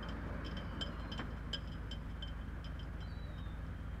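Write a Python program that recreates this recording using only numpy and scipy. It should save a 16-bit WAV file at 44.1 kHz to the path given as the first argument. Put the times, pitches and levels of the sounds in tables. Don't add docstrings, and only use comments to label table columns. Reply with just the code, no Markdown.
import sys
import numpy as np
from scipy import signal
from scipy.fft import rfft, irfft
from scipy.io import wavfile
from scipy.ndimage import uniform_filter1d

SR = 44100
rng = np.random.default_rng(int(sys.argv[2]) if len(sys.argv) > 2 else 0)


def put_to_file(sound):
    columns = np.atleast_2d(sound).T
    safe = np.clip(columns, -1, 1)
    whole_steps = np.round(safe * 32767)
    wavfile.write(sys.argv[1], SR, whole_steps.astype(np.int16))


N = 176400
RING_HZ = 3100


def halyard():
    # start_s, main_db, upper_db, top_db, rattle_db, chatter_s
    blows = [(0.0277, -44.5, -64, -78, -73, 0.003), (0.0862, -46.5, -60, -63.5, -59.5, 0.0043),
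             (0.448, -47, -67, -69, -62, 0.0054), (0.462, -43.5, -55.5, -70, -56, 0.011),
             (0.51, -52, -63, -86, -62, 0.0059), (0.5678, -41.5, -63, -78, -57.5, 0.007),
             (0.811, -30, -50.5, -48, -58, 0.0097), (0.861, -48, -57.5, -72, -67, 0.0084),
             (1.117, -38.5, -53.5, -72, -55, 0.011), (1.178, -41, -68, -56.5, -57, 0.019),
             (1.5315, -32, -48.5, -50, -54.5, 0.004), (1.544, -33, -47.5, -58, -64, 0.004),
             (1.5514, -37.5, -59, -72, -80, 0.0047), (1.674, -57, -68, -71, -66, 0.0095),
             (1.912, -37.5, -56, -56, -57.5, 0.0089), (2.224, -36.5, -67, -64, -69, 0.0075),
             (2.2753, -48.5, -65, -70, -66, 0.0072), (2.643, -46.5, -58.5, -72, -59, 0.012),
             (2.7938, -46, -69.5, -79, -65, 0.004), (2.83, -62, -66, -80, -75, 0.003),
             (3.005, -50, -70, -69, -66, 0.019), (3.38, -54, -71, -82, -72, 0.016),
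             (3.665, -74, -78, -78, -76, 0.002)]
    out, lead_s = np.zeros(N), 0.0015
    for start_s, *blow in blows:
        add(out, start_s - lead_s, mast_clink(*blow))
    return out


def mast_clink(main_db, upper_db, top_db, rattle_db, chatter_s):
    # (rounded, an index into ring_db)
    mast_modes = [(562, -18.5, 0.2, 0), (1613, -18, 0.084, 0.5), (RING_HZ, -6.5, 0.11, 0),
                  (3173, -13.5, 0.12, 1), (3290, -18.5, 0.068, 0), (5044, -1, 0.053, 1),
                  (5410, -6, 0.015, 3), (7450, -10, 0.05, 2), (10100, -25.5, 0.04, 2)]
    # frequency_hz, relative_db
    rattle_spectrum = [(1000, -5), (2200, 3.5), (3200, 11.5), (4200, -2), (5400, 0.5), (6500, -9),
                       (8500, -19), (11000, -23), (15000, -23)]
    snap_spectrum = [(2000, 2), (3500, 10.5), (8000, -2.5), (11000, -21), (13000, -21), (15000, -33)]
    t = np.arange(SR // 3) / SR
    contacts_per_s = 1600
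    contacts = rng.standard_normal(len(t)) * (rng.random(len(t)) < contacts_per_s / SR)
    contacts *= np.exp(-t / chatter_s)
    contacts[0] = 1
    out = amp(rattle_db + 1.5) * burst(rattle_spectrum, t, t60_s=0.15)
    out += amp(top_db - 3) * burst(snap_spectrum, t, t60_s=0.05)
    ring_db = (main_db, upper_db, top_db, rattle_db)
    for hz, gain_db, t60_s, ring in mast_modes:
        mode = onset(t) * np.sin(2 * np.pi * hz * t) * decay(t, t60_s)
        ringing = signal.fftconvolve(contacts, mode)[:len(t)]
        out += amp(gain_db + ring_db[round(ring)]) * blow_level(ringing)
    return out


def knock():
    # start_s, level_db
    hits = [(1.047, -50), (1.192, -39.5), (1.200, -42.5), (1.213, -44)]
    # frequency_hz, relative_db
    spectrum = [(120, 12), (300, 2), (600, -4), (1100, 1), (1600, 2), (2200, -6.5), (2800, -17.5),
                (4000, -21), (7800, -57)]
    out, t = np.zeros(N), np.arange(SR // 4) / SR
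    for start_s, db in hits:
        add(out, start_s, amp(db) * burst(spectrum, t, t60_s=0.057))
    return out


def quay_echo(direct):
    t = np.arange(SR) / SR
    echo_s, spread_s, reflections_per_s = 0.184, 0.011, 2000
    tail_taps, quay_taps = rng.standard_normal((2, SR)) * (rng.random((2, SR)) < reflections_per_s / SR)
    tail = tail_taps * decay(t, t60_s=1.5) * (t > 0.02)
    echo = quay_taps * np.exp(-t / spread_s)
    response = amp(-18.5) * tail / np.linalg.norm(tail)
    add(response, echo_s, amp(-19) * echo / np.linalg.norm(echo))
    return direct + signal.fftconvolve(direct, response)[:N]


def birds():
    # start_s, length_s, start_hz, end_hz, level_db, direct_share
    far_glides = [(0.247, .03, 2360, 2280, -62, 0.6), (0.28, .12, 2310, 2220, -61, 0.25),
                  (0.48, .22, 2290, 2230, -64, 0.2), (0.517, 0.26, 4880, 4600, -72.5, 0.13),
                  (0.596, 0.26, 3050, 2940, -61.5, 0.08), (0.904, .33, 4176, 4086, -72, 0.75),
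                  (0.915, 0.05, 2980, 2730, -65, 0.85), (3.75, 0.24, 3180, 3210, -73, 0.82)]
    # time_s, pitch_hz, level_db
    near_notes = [
        [(3.015, 4000, -73), (3.045, 4020, -64), (3.07, 4140, -68)],
        [(3.065, 4680, -76), (3.1, 4610, -67), (3.118, 4430, -67), (3.145, 4400, -77)],
        [(3.118, 3870, -67), (3.16, 3945, -65.5), (3.255, 3954, -70), (3.35, 3696, -72.5), (3.405, 3770, -66),
         (3.47, 3570, -72.5), (3.6, 3610, -81)],
    ]
    direct, scattered = np.zeros((2, N))
    for start_s, length_s, start_hz, end_hz, db, direct_share in far_glides:
        t = np.arange(0, length_s, 1 / SR)
        hz = start_hz + (end_hz - start_hz) * t / length_s
        blur = 0.003 + 0.022 * (1 - direct_share) ** 2
        call = whistle(t, hz, db - 4.5 * t / length_s, waver=blur)
        add(direct, start_s, direct_share * call)
        add(scattered, start_s, call)
    for note in near_notes:
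        times, hz, db = np.transpose(note)
        t = np.arange(times[0], times[-1], 1 / SR)
        call = whistle(t - times[0], np.interp(t, times, hz), np.interp(t, times, db), waver=0.0013)
        add(direct, times[0], call)
        add(scattered, times[0], amp(-1) * call)
    tail = rng.standard_normal(SR) * decay(np.arange(SR) / SR, t60_s=0.7)
    return direct + amp(-2.5) * signal.fftconvolve(scattered, tail / np.linalg.norm(tail))[:N]


def whistle(t, hz, db, waver):
    fade_s = 0.011
    ends = np.clip(np.minimum(t, t[-1] - t) / fade_s, 0, 1)
    level = amp(db + 0.51 * drift(t, top_hz=44))
    pitch_hz = hz * (1 + waver * drift(t, top_hz=59.4))
    return ends * level * unit(np.sin(2 * np.pi * np.cumsum(pitch_hz) / SR))


def wind_and_water():
    # time_s, level_db
    gust_curve = [(0, -45.5), (.35, -46), (.7, -48.5), (1.198, -49.5), (1.601, -54), (2.6, -55), (4, -56.5)]
    # frequency_hz, relative_db
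    gust_spectrum = [(40, -26), (120, -7.5), (220, 3), (380, -11.5), (570, -8), (760, -18), (1050, -11.5),
                     (1600, -12.5), (1950, -22.5), (2400, -26), (2800, -35.5), (5000, -41), (9000, -65)]
    wash_spectrum = [(15, -34), (25, -3), (49, -2), (75, -1.5), (126, -9), (169, -22), (204, -14),
                     (253, -9.5), (399, -22), (614, -23.5), (782, -22.5), (1080, -27.5), (1620, -21),
                     (2770, -35.5), (3090, -31), (3440, -38.5), (4750, -45), (15500, -54)]
    gust_db = np.interp(np.arange(N) / SR, *np.transpose(gust_curve))
    gust = amp(gust_db) * air(gust_spectrum, patchy_db=1.5, flicker_db=1.58)
    wash = amp(-53) * air(wash_spectrum, patchy_db=0, flicker_db=1)
    return gust + wash


def engines():
    # shaft_multiple, level_db
    diesel_lines = [(2, -47.5), (3.5, -56), (4, -65.5), (5, -59), (5.5, -70), (6, -56), (9.5, -67)]
    generator_lines = [(1.198, -71), (3, -52.5), (4, -60)]
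    return engine_hum(diesel_lines, shaft_hz=27.27) + engine_hum(generator_lines, shaft_hz=26)


def engine_hum(lines, shaft_hz):
    t = np.arange(N) / SR
    turns = shaft_hz * t + 0.0077 * drift(t, top_hz=0.722)
    return sum(amp(db) * unit(np.sin(2 * np.pi * (k * turns + rng.random()))) for k, db in lines)


def air(spectrum, patchy_db, flicker_db):
    hz = np.fft.rfftfreq(2048, 1 / SR)
    real, imag, patches = rng.standard_normal((3, N // 512 + 5, len(hz)))
    patches = uniform_filter1d(patches, size=7, axis=0)
    patches = unit(uniform_filter1d(patches, size=14, axis=1))
    flicker = rng.standard_normal((len(real), 1))
    db = spectrum_db(spectrum, hz) + patchy_db * patches + flicker_db * flicker
    frames = (real + 1j * imag) * amp(db) * (hz > 25)
    return unit(signal.istft(frames.T, nperseg=2048, noverlap=1536)[1][:N])


def burst(spectrum, t, t60_s):
    colour = amp(spectrum_db(spectrum, np.fft.rfftfreq(len(t), 1 / SR)))
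    noise = irfft(rfft(rng.standard_normal(len(t))) * colour, len(t))
    return blow_level(noise * onset(t) * decay(t, t60_s))


def onset(t, rise_s=0.0013):
    return 1 - np.exp(-(t / rise_s) ** 2)


def decay(t, t60_s):
    return np.exp(-np.log(1000) * t / t60_s)


def blow_level(x, blow_s=0.013):
    return x / np.sqrt(np.sum(x ** 2) / (blow_s * SR) + 1e-20)


def drift(t, top_hz):
    hz = top_hz * np.geomspace(1 / 10, 1, num=16)
    return np.sin(2 * np.pi * (hz[:, None] * t + rng.random((len(hz), 1)))).sum(0) / np.sqrt(len(hz) / 2)


def spectrum_db(points, hz):
    point_hz, db = np.transpose(points)
    return np.interp(np.log(hz + 1), np.log(point_hz), db)


def amp(db):
    return 10 ** (np.asarray(db) / 20)


def unit(x):
    return x / np.sqrt(np.mean(x ** 2) + 1e-20)


def add(mix, start_s, sound):
    part = mix[max(round(start_s * SR), 0):][:len(sound)]
    part += sound[:len(part)]


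def scene():
    return (quay_echo(halyard() + knock()) + birds() + wind_and_water() + engines())[None]


def record(dry):
    lowpass = signal.firwin(511, cutoff=15720, window=("kaiser", 9), fs=SR)
    padded = np.pad(dry, ((0, 0), (255, 255)), mode="reflect")
    return signal.oaconvolve(padded, lowpass[None], "valid")


dry = scene()
out = record(dry)
put_to_file(out)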